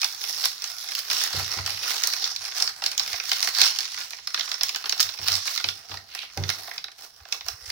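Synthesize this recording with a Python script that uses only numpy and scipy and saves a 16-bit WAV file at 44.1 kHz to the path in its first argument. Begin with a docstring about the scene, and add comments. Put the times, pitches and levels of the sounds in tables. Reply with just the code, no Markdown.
"""Hands unwrap a parcel of crumpled newspaper on a hollow table top, close to two microphones, for 7.7 s.
Sharp snaps (buckling creases: short noise bursts) ride on crackle and rustle (noise that follows each tug).
Early on a few knocks boom low (fading sine waves); the snaps crowd together from about 2 s to 5.6 s.
The hollow note throughout is the paper noise through resonant filters. Strong knocks come at 5.3 s and 6.4 s,
a mid-pitched scrape at 6.2 s, and a run of dull bumps near the end, over quieter rustling."""
import sys
import numpy as np
from scipy import signal
from scipy.fft import rfft, irfft
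from scipy.io import wavfile

SR = 44100
rng = np.random.default_rng(int(sys.argv[2]) if len(sys.argv) > 2 else 0)


def persist_wave(psi):
    """Save psi, clipped to +-1, as 16-bit WAV."""
    counts = np.round(np.clip(psi, -1, 1) * 32767).astype(np.int16)
    wavfile.write(sys.argv[1], SR, np.atleast_2d(counts).T)


def decibels_to_gain(level_db):
    """Convert a level in decibels to a linear amplitude gain (20 dB per decade)."""
    exponent = np.asarray(level_db, float) / 20
    return 10 ** exponent


N = 340011   # length in samples

# Large creases that buckle; levels are before CRACK_GAIN_DB:
# (time [s], peak level [dB], body re peak [dB], edge re peak [dB], pitch of the facet [Hz])
SNAPS = [(0.0157, -6, -35, -16, 2400), (0.0292, -11, -17.5, -23, 2480), (0.0434, -10.5, -14.5, -6.5, 2310),
         (0.2384, -25.5, -8, -21, 2100), (0.4389, -21, -5.5, -4, 3600), (0.4544, -10, -20, -1.5, 3550),
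         (0.6401, -15.5, -19, -9, 3070), (0.886, -21, -15, -15, 2000), (0.9179, -17, -17.5, -6, 990),
         (0.9501, -4.5, -40, -13, 2930), (0.99, -19, -35, 3, 2000), (1.0992, -10.5, -21, -11, 3450),
         (1.111, -11.5, -18.5, -11, 2880), (1.2365, -0.5, -41, -10, 2820), (1.365, -21.5, -22, -7, 2100),
         (1.443, -18, -23, -23, 3580), (1.585, -39.5, 16.5, -23, 1330), (1.6613, -12, -22, -7, 3200),
         (1.847, -21, -20, -22, 2630), (1.8851, -24, -23, -2, 1390), (1.957, -21, -27, -4, 1870),
         (2.0354, -7, -18, -8, 2060), (2.0715, -3.5, -45, -1.5, 1240), (2.134, -16, -13.5, -5, 2530),
         (2.2223, -20, -35, -27, 3576), (2.2408, -2.5, -35, -38, 3380), (2.361, 0, -47.5, -28, 2300),
         (2.52, -28, -8, -24, 2000), (2.599, -9, -39, -25, 3550), (2.6225, -3, -30, -9.5, 726),
         (2.675, -4, -35, -41, 2500), (2.8201, -25.5, 1.5, -14, 770), (2.8378, -8, -22, -19, 2720),
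         (2.8611, 7, -42.5, -30, 3810), (2.9148, -7, -41, -14, 2890), (2.9776, 0, -41, -14, 2930),
         (2.995, -4, -26.5, -16, 2400), (3.129, -14, -14, -19, 1900), (3.1396, -32.5, 6, -25, 720),
         (3.1987, -19, -10.5, -37, 2460), (3.3151, -3, -17.5, -22, 2920), (3.3297, -5.5, -31, -12, 3600),
         (3.4263, 2.5, -35.5, -25, 2430), (3.4728, -18.5, -6, 1, 1870), (3.6147, -0.5, -19, -8, 3800),
         (3.6314, -6.5, -22, -18, 2500), (3.638, -10, -18, -11, 1500), (3.6547, -6.5, -34, -9.5, 3470),
         (3.667, -10, -28, -10, 3000), (3.7865, -11.5, -18, -6.5, 2540), (3.805, -14, -26, -15, 1640),
         (3.8525, -10, -31, -34, 2240), (3.942, -36, -4, -27, 2000), (3.975, -27, -4, -25, 2300),
         (4.0103, -18, -19, -37, 2510), (4.1056, -23.5, -15.5, -3, 1690), (4.131, -29.5, -2.5, -29, 2400),
         (4.1854, -38, 4, -24, 2100), (4.272, -10, -23, -20, 1330), (4.3434, -6, -19.5, -22, 1290),
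         (4.3746, -20, -8.5, -25, 1450), (4.394, -10, -21, -18, 1780), (4.4078, -14, -21, -43, 3530),
         (4.476, -34, 2, -30, 1350), (4.5149, -11.5, -15, -14.5, 2060), (4.541, -13.5, -21, -32, 1350),
         (4.6096, -10.5, -16, -30, 3220), (4.6323, 5, -38.5, -15.5, 1540), (4.6911, -9, -25.5, -14, 2440),
         (4.7457, -14.5, -16, -21, 2570), (4.7589, -13, -18, -10, 2910), (4.84, -22.5, -5, -27, 1390),
         (4.8565, -17.5, -16, -18, 2900), (4.8937, -3.5, -29, -14.5, 2180),
         (4.9227, -3.5, -25.5, -25, 1250), (4.9756, -28, -22, -34, 3080), (4.9952, -8, -20, -33, 1380),
         (5.002, 2, -28.5, -8, 2720), (5.008, 5.5, -45, -13, 3280), (5.0271, 0, -43.5, -14, 3740),
         (5.0892, -19, -17, -29, 3380), (5.1874, -22, -11, -34, 2560), (5.2822, -2.5, -23.5, -12, 2760),
         (5.3143, -15, -31, -34, 3300), (5.4767, -17.5, -15, -24, 2370), (5.5758, 0.5, -33.5, -29, 1990),
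         (5.5985, -22, -10, -26, 1330), (5.6413, -9.5, -9, -29, 2260), (5.6864, -0.5, -32, -33, 3020),
         (5.914, -38, 12, -35, 676), (5.94, -38, 3, -32, 877), (5.971, -28, -14, -19, 1990),
         (6.1488, -26.5, -3, 3, 2630), (6.2286, -35, 1.5, -12, 2770), (6.2987, -37, -14, -25, 2440),
         (6.373, -23, -3.5, -5.5, 730), (6.4359, -14.5, -18.5, -28, 720), (6.4903, -5.5, -21.5, -25, 1800),
         (6.4995, -17, -6.5, -4, 1950), (6.6778, -46.5, 14, -26, 736), (6.712, -37, 6, -37, 1990),
         (6.7788, -8, -30.5, -37, 2340), (6.841, -28, -2, -7, 3430), (6.8807, -39, 4.5, -28, 2418),
         (6.9158, -36, -8, -6, 1640), (7.201, -51.5, 9, -12, 732), (7.252, -51, 16, -6, 711),
         (7.3233, -2, -33, -19, 2400), (7.4077, -18.5, -21.5, -55, 3450), (7.4832, -12.5, -19, -8, 716),
         (7.7004, -20.5, -13, -15, 1830)]
# Knocks on the table: (time [s], level before the mode levels [dB], time it rings freely [s],
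# hardness [dB per octave], extra weight of the lowest mode [dB])
KNOCKS = [(1.092, -60.5, .3, 17.5, -2), (1.342, -32, 0.18, 10, 4), (1.567, -37, 0.15, 10.5, 9),
          (1.716, -51, 0.086, 12, 3), (2.371, -62, 0.057, 9, 0), (4.607, -61, 0.093, 14, 0),
          (5.029, -46.5, 0.043, 4, -2), (5.193, -45.5, .2, 11.5, 7), (5.288, -27.5, .086, -6.5, -3),
          (5.639, -46, 0.12, 13, 0), (5.9, -46.5, .13, 12, 7), (6.37, -21, 0.12, 7, -12),
          (6.548, -55, 0.097, 8, -5)]
# Ringing modes of the table top: (frequency [Hz], level [dB], ring time as a share of KNOCK_T60_S [ratio])
TABLE_MODES = [(72, -2.5, 0.38), (94.4, 9.5, 0.43), (126.4, -8, 0.44), (150.6, -9, 0.38), (225, -34, 0.79),
               (320, -27, 0.17), (392, -37, 0.88), (740, -49, 0.66)]
# What the moving paper sets humming in table and cupped sheet: (frequency [Hz], width [Hz], level [dB])
HOLLOWS = [(88, 34, 2), (328.5, 23, 0.5), (403, 38, 2), (694, 45, 6)]
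# Microphones with their port resonances: (frequency [Hz], gain [dB])
LEFT_MIC = [(100, -11), (300, -31.5), (600, -22.5), (1200, -11), (1900, -10), (3200, -11.5), (4700, 0),
            (6000, -13.5), (8500, -18.5), (11000, -15.5), (13000, -22.5), (15500, -81)]
RIGHT_MIC = [(100, 3), (300, -31.5), (600, -20.5), (1400, -6), (3100, -5.5), (4200, -0.5), (4900, 0.5),
             (5500, 5), (7000, -12), (8500, -20), (11000, -24.5), (13500, -19.5), (15600, -10.5)]
# Rustle of the sheet between tugs: (time [s], level [dB], body re rustle before the lag and offset [dB],
# lift of the treble [dB])
RESTING = [(0, -34.5, -6.5, 8.5), (1, -35.5, -6.5, 8.5), (1.5, -30.5, -4.5, 4), (2.3, -27.5, -9, 2),
           (2.748, -96, -3, 6), (3.298, -25.5, -10, 3), (4.2, -39.5, -11.5, 2.5), (5.0, -38.5, -2, 6.5),
           (5.5, -32, -9, 6.5), (6.0, -49, -0.5, 6), (6.7, -53, -0.5, 10), (7.2, -77, 2, 11.5),
           (7.71, -66, -1.5, 8.5)]
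# Tugs of the hands, each a bout of crackle: (time [s], level [dB], time held [s])
TUGS = [(0.0, -31, 0.018), (.24, -31, 0.11), (0.451, -25.5, 0.007), (.68, -52, .09), (.89, -33, 0.022),
        (1.169, -20.5, 0.072), (1.33, -29.5, 0.14), (1.56, -25.5, 0.011), (1.707, -23.5, 0.0033),
        (1.908, -18, 0.0033), (2.0, -30, 0.24), (2.463, -29.5, 0.026), (2.57, -26, 0.033),
        (2.639, -27.5, 0.0028), (2.86, -28, 0.008), (3.003, -31.5, 0.056), (3.1, -29, 0.067),
        (3.29, -24.5, 0.04), (3.39, -26.5, 0.06), (3.57, -20.5, 0.013), (3.645, -19, 0.036),
        (3.76, -29.5, 0.12), (4.0, -31.5, 0.042), (4.36, -33.5, .33), (4.909, -31, 0.005),
        (5.02, -34.5, 0.03), (5.26, -22, 0.086), (5.46, -24.5, 0.067), (5.62, -40, 0.087),
        (5.927, -37, 0.0029), (6.16, -42, 0.053), (6.38, -44, 0.029), (6.51, -35, 0.005), (6.6, -40, 0.16),
        (7.038, -40.5, 0.0039), (7.16, -49, 0.0055), (7.324, -38, 0.0019), (7.471, -38.5, 0.036),
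        (7.71, -29, .01)]
# Dull bumps of a hand on the damped top: (time [s], level [dB], frequency [Hz])
BUMPS = [(3.14, -46, 76), (7.222, -46, 72), (7.457, -49, 70), (7.515, -48, 62), (7.543, -42.5, 89),
         (7.635, -50, 65), (7.687, -43, 76.4)]
# Mid-pitched scrape of the sheet over the top:
# (middle [s], half length [s], lift [dB], frequency [Hz], width [octaves])
SCRAPE = (6.2, .07, 17, 2800, 0.37)

ROOM_T60_S, ROOM_DB, AIR_DB = 0.24, -6, -53.5
TUG_RISE_DB_PER_S, TUG_FALL_DB_PER_S = 165, 221
BODY_LAG, USUAL_DB = 0.18, -36   # dB the body falls behind per dB of crackle above the usual level
PLAIN_BODY_DB, PLAIN_EDGE_DB = -8.5, -8.5   # tilt of an even crack
CRACK_GAIN_DB = 9.5   # drive of the fibres
KNOCK_T60_S = 0.81   # time to fall by 60 dB, before each mode's share
SPOT_DB = 1.2   # each knock lands elsewhere and weights the modes a little differently
BUMP_CYCLES = 0.54


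def rms_one(x):
    """Scales a signal to an average strength (rms) of 1."""
    return x / np.sqrt(np.mean(x ** 2) + 1e-20)


def near(hz, centre_hz, octaves):
    """1 at the centre, falling off like a bell in pitch."""
    return np.exp(-.5 * (np.log2(hz / centre_hz) / octaves) ** 2)


def drift(rate_hz):
    """Slow random wandering with spread 1; a higher rate wanders faster."""
    r = np.exp(-80 * np.pi * rate_hz / SR)   # one slow value per 40 samples
    slow = signal.lfilter([1], [1, -2 * r, r * r], rng.standard_normal(N // 40 + 2002))[2000:]
    return np.interp(np.arange(N) / 40, np.arange(len(slow)), rms_one(slow))


def band(x, low_hz, high_hz):
    """Keeps the sound between two frequencies."""
    return signal.sosfilt(signal.butter(2, [low_hz, high_hz], "band", fs=SR, output="sos"), x)


def burst(marks, rise_s, fall_s):
    """Each mark opens an envelope that swells quickly and dies away."""
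    up, down = np.exp(-1 / (rise_s * SR)), np.exp(-1 / (fall_s * SR))
    return signal.lfilter([(1 - up) ** 2], np.convolve([1, -2 * up, up * up], [1, -down]), marks + 1e-18)


def partly_shared_noise(alike):
    """Two sides of noise that have the given share of their power in common."""
    shared, *own = rng.standard_normal((3, N))
    alike = np.clip(alike, 0, 1)
    return np.sqrt(alike) * shared + np.sqrt(1 - alike) * np.array(own)


def sides(pan_db):
    """Left and right gains that differ by pan_db."""
    return decibels_to_gain(np.outer([.5, -.5], pan_db))


def room(x):
    """Close walls and the table top return a short diffuse tail, different on each side."""
    t = np.arange(SR // 2) / SR
    tail = rng.standard_normal((2, len(t))) * decibels_to_gain(-60 * t / ROOM_T60_S) * (t > .003)
    tail = tail / np.sqrt((tail ** 2).sum(axis=1, keepdims=True))
    return decibels_to_gain(ROOM_DB) * signal.fftconvolve(x, tail, axes=1)[:, :N]


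def microphone(x, points):
    """A filter with the given response that never sounds ahead of its input (minimum phase)."""
    size = 4096
    hz, db = np.transpose(points)
    grid = np.maximum(np.arange(size // 2 + 1) * SR / size, 1)
    cepstrum = irfft(np.log(decibels_to_gain(np.interp(np.log(grid), np.log(hz), db))))
    cepstrum[1:size // 2] *= 2   # fold the later half onto the earlier
    cepstrum[size // 2 + 1:] = 0
    return signal.fftconvolve(x, irfft(np.exp(rfft(cepstrum))))[:N]


def handling():
    """Tugs swell, hold and fade over the resting rustle; harder tugs sound thinner."""
    t = np.arange(0, N + 64, 64) / SR
    s, rest_db, body_db, treble_db = np.transpose(RESTING)
    start, db, held_s = np.transpose(TUGS)[:, :, None]
    before_s, after_s = np.maximum(start - t, 0), np.maximum(t - start - held_s, 0)
    tug_db = db - TUG_RISE_DB_PER_S * before_s - TUG_FALL_DB_PER_S * after_s
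    power = decibels_to_gain(2 * np.interp(t, s, rest_db)) + decibels_to_gain(2 * tug_db).sum(axis=0)
    level_db = 10 * np.log10(power)
    tilt_db = np.interp(t, s, body_db) - BODY_LAG * (level_db - USUAL_DB)
    curves = level_db, tilt_db, np.interp(t, s, treble_db)
    return [np.interp(np.arange(N) / SR, t, curve) for curve in curves]


def air_noise():
    """Faint steady hiss, separate on each side."""
    return decibels_to_gain(AIR_DB) * rng.standard_normal((2, N))


def shifting_arms():
    """Arms shift on the top: low noise that wanders in level and grows slightly with the handling."""
    shared, *own = rng.standard_normal((3, N))
    level_db = -50.5 + 3.5 * drift(7.1) + 0.14 * (handling()[0] - USUAL_DB)
    return band(decibels_to_gain(level_db) * (shared + .5 * np.array(own)), 30, 150)


def bumps():
    """A damped top gives each bump only a cycle or two."""
    t = np.arange(N) / SR
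    out = np.zeros(N)
    for s, db, hz in BUMPS:
        around = slice(round((s - .06) * SR), round((s + .06) * SR))
        cycles = (t[around] - s) * hz
        out[around] += decibels_to_gain(db) * np.exp(-.5 * (cycles / BUMP_CYCLES) ** 2) * np.sin(-2 * np.pi * cycles)
    return out


def table_knocks():
    """Each knock rings the table's modes until a hand settles on the top; hard knocks favour the upper modes."""
    out, t = np.zeros((2, N + SR)), np.arange(SR // 2) / SR
    hz, mode_db, share = np.transpose(TABLE_MODES)[:, :, None]
    for s, db, free_s, hard_db, deep_db in KNOCKS:
        level_db = db + mode_db + hard_db * np.log2(np.maximum(hz / 95, 1))
        level_db = level_db + deep_db * (hz < hz[1]) + rng.normal(0, SPOT_DB, hz.shape)
        # a soft palm builds each ring over a few cycles, a hard knock at once
        swell = 1 - np.exp(-t * hz / 5.3 * decibels_to_gain(hard_db - 5))
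        hand_db = np.minimum(5000 * np.maximum(t - free_s, 0) ** 2, 20.5)
        fading = swell * decibels_to_gain(level_db - 60 * t / (KNOCK_T60_S * share) - hand_db)
        # the parcel slaps flat
        thud = decibels_to_gain(db + 2.0 * hard_db - 15.5 - 60 * t / 0.44) * rng.standard_normal(len(t))
        thud = band(thud, 130, 800)
        for side, lag in enumerate([.35, -.35]):   # the top bends out of step under the two ports (radians)
            ring = (fading * np.sin(2 * np.pi * hz * t - lag)).sum(axis=0)
            out[side, round(s * SR):][:len(t)] += ring + thud
    return out[:, :N] * decibels_to_gain([[-1.5], [1.5]])


def scrape_lift():
    """The sheet drags over the top: a brief lift [dB] of the paper noise, with its pitch and width."""
    middle_s, half_s, lift_db, hz, octaves = SCRAPE
    return lift_db * np.exp(-.5 * ((np.arange(N) / SR - middle_s) / half_s) ** 2), hz, octaves


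def hollow_hum(sheet):
    """Table and cupped sheet hum along with the paper: narrow resonances add a hollow note."""
    hum = 0
    for hz, width_hz, db in HOLLOWS:
        r = np.exp(-np.pi * width_hz / SR)
        poles = [1, -2 * r * np.cos(2 * np.pi * hz / SR), r * r]
        hum = hum + decibels_to_gain(db) * signal.lfilter([(1 - r * r) / 2, 0, (r * r - 1) / 2], poles, sheet.mean(axis=0))
    return hum


def crackle(per_s, spread_db, clump_db):
    """Small creases give way at random, in clumps, all over the sheet: times, sizes and places."""
    born = rng.random(N) < per_s * decibels_to_gain(clump_db * drift(14.0)) / SR
    sizes = decibels_to_gain(spread_db * np.minimum(rng.exponential(1, N), 3.0))
    return born * sizes * sides(rng.normal(0, 5.0, N))


def snaps(hz, fall_s, place):
    """Large creases in one band: brief cracks, tilted by body, edge and facet pitch."""
    s, peak_db, body_db, edge_db, ring_hz = np.transpose(SNAPS)
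    tilt_db = (body_db - PLAIN_BODY_DB) * near(hz, 750, 1.93) + (edge_db - PLAIN_EDGE_DB) * near(hz, 11800, 0.55)
    facet_db = 9.4 * near(hz, ring_hz, 0.073)
    crack = np.zeros((2, N))
    crack[:, np.round(s * SR).astype(int)] = decibels_to_gain(peak_db + tilt_db + facet_db + CRACK_GAIN_DB) * place
    crack *= decibels_to_gain(2.2 * rng.standard_normal(N))   # every facet rings unevenly across the bands
    return burst(crack, 0.14 * fall_s, fall_s)


def paper():
    """Snaps, crackle and rustle as fibre noise, band by band; each small crease has a pitch of its own."""
    crackle_db, body_db, treble_db = handling()
    small = crackle(per_s=450.0, spread_db=4.0, clump_db=3.2)   # rate before clumping
    pitch_hz = 600 * 2 ** rng.uniform(0, 2.8, N)
    place, sway = sides(rng.normal(0, 2.06, len(SNAPS))), drift(85.0)
    gust = drift(9.0)   # the slide catches and lets go in all bands at once
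    scrape_db, scrape_hz, scrape_octaves = scrape_lift()
    out, edges = 0, np.geomspace(250, 19000, 23)
    for low_hz, high_hz in zip(edges, edges[1:]):
        hz = np.sqrt(low_hz * high_hz)
        fall_s = 0.0024 * (hz / 4000) ** -.4   # high bands die sooner
        grains = rms_one(burst(small * decibels_to_gain(15.4 * near(hz, pitch_hz, .8)), 0.0003, .6 * fall_s))
        rustle = (.4 + .35 * near(hz, 5000, .6)) * decibels_to_gain(0.8 * sway + 1.2 * gust + 2.0 * drift(12.0))
        shape_db = 2.0 * drift(4.0)   # the sheet's shape, and so its colour, keeps changing
        level_db = shape_db + crackle_db + (body_db + 12) * near(hz, 420, 1.42)
        level_db = level_db + treble_db * near(hz, 13000, 0.64) + scrape_db * near(hz, scrape_hz, scrape_octaves)
        envelope = snaps(hz, fall_s, place) + decibels_to_gain(level_db) * (grains + rustle)
        fibres = partly_shared_noise(alike=0.81 * near(hz, 620, 1.4))
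        out = out + band(envelope * fibres, low_hz, high_hz)
    return out + hollow_hum(out)


def scene():
    """Paper in the room with faint air noise, through the two ports; knocks come up through the table."""
    sheet = paper()
    air = sheet + room(sheet) + air_noise()
    low = table_knocks() + bumps() + shifting_arms()
    low = signal.sosfilt(signal.butter(2, 35, "high", fs=SR, output="sos"), low)
    return np.array([microphone(air[0], LEFT_MIC), microphone(air[1], RIGHT_MIC)]) + low


def low_pass(x):
    """Removes everything above the highest recorded frequency."""
    return signal.sosfilt(signal.butter(12, 17000, fs=SR, output="sos"), x)


def record(dry):
    """The extreme treble is cut, then anything beyond full scale clips."""
    treble_cut = signal.cheby2(10, 50, 15900 * 1.05, fs=SR, output="sos")   # 50 dB down from this frequency [Hz]
    mix = np.clip(signal.sosfilt(treble_cut, dry), -1, 1)
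    return low_pass(mix)


dry = scene()
out = record(dry)
persist_wave(out)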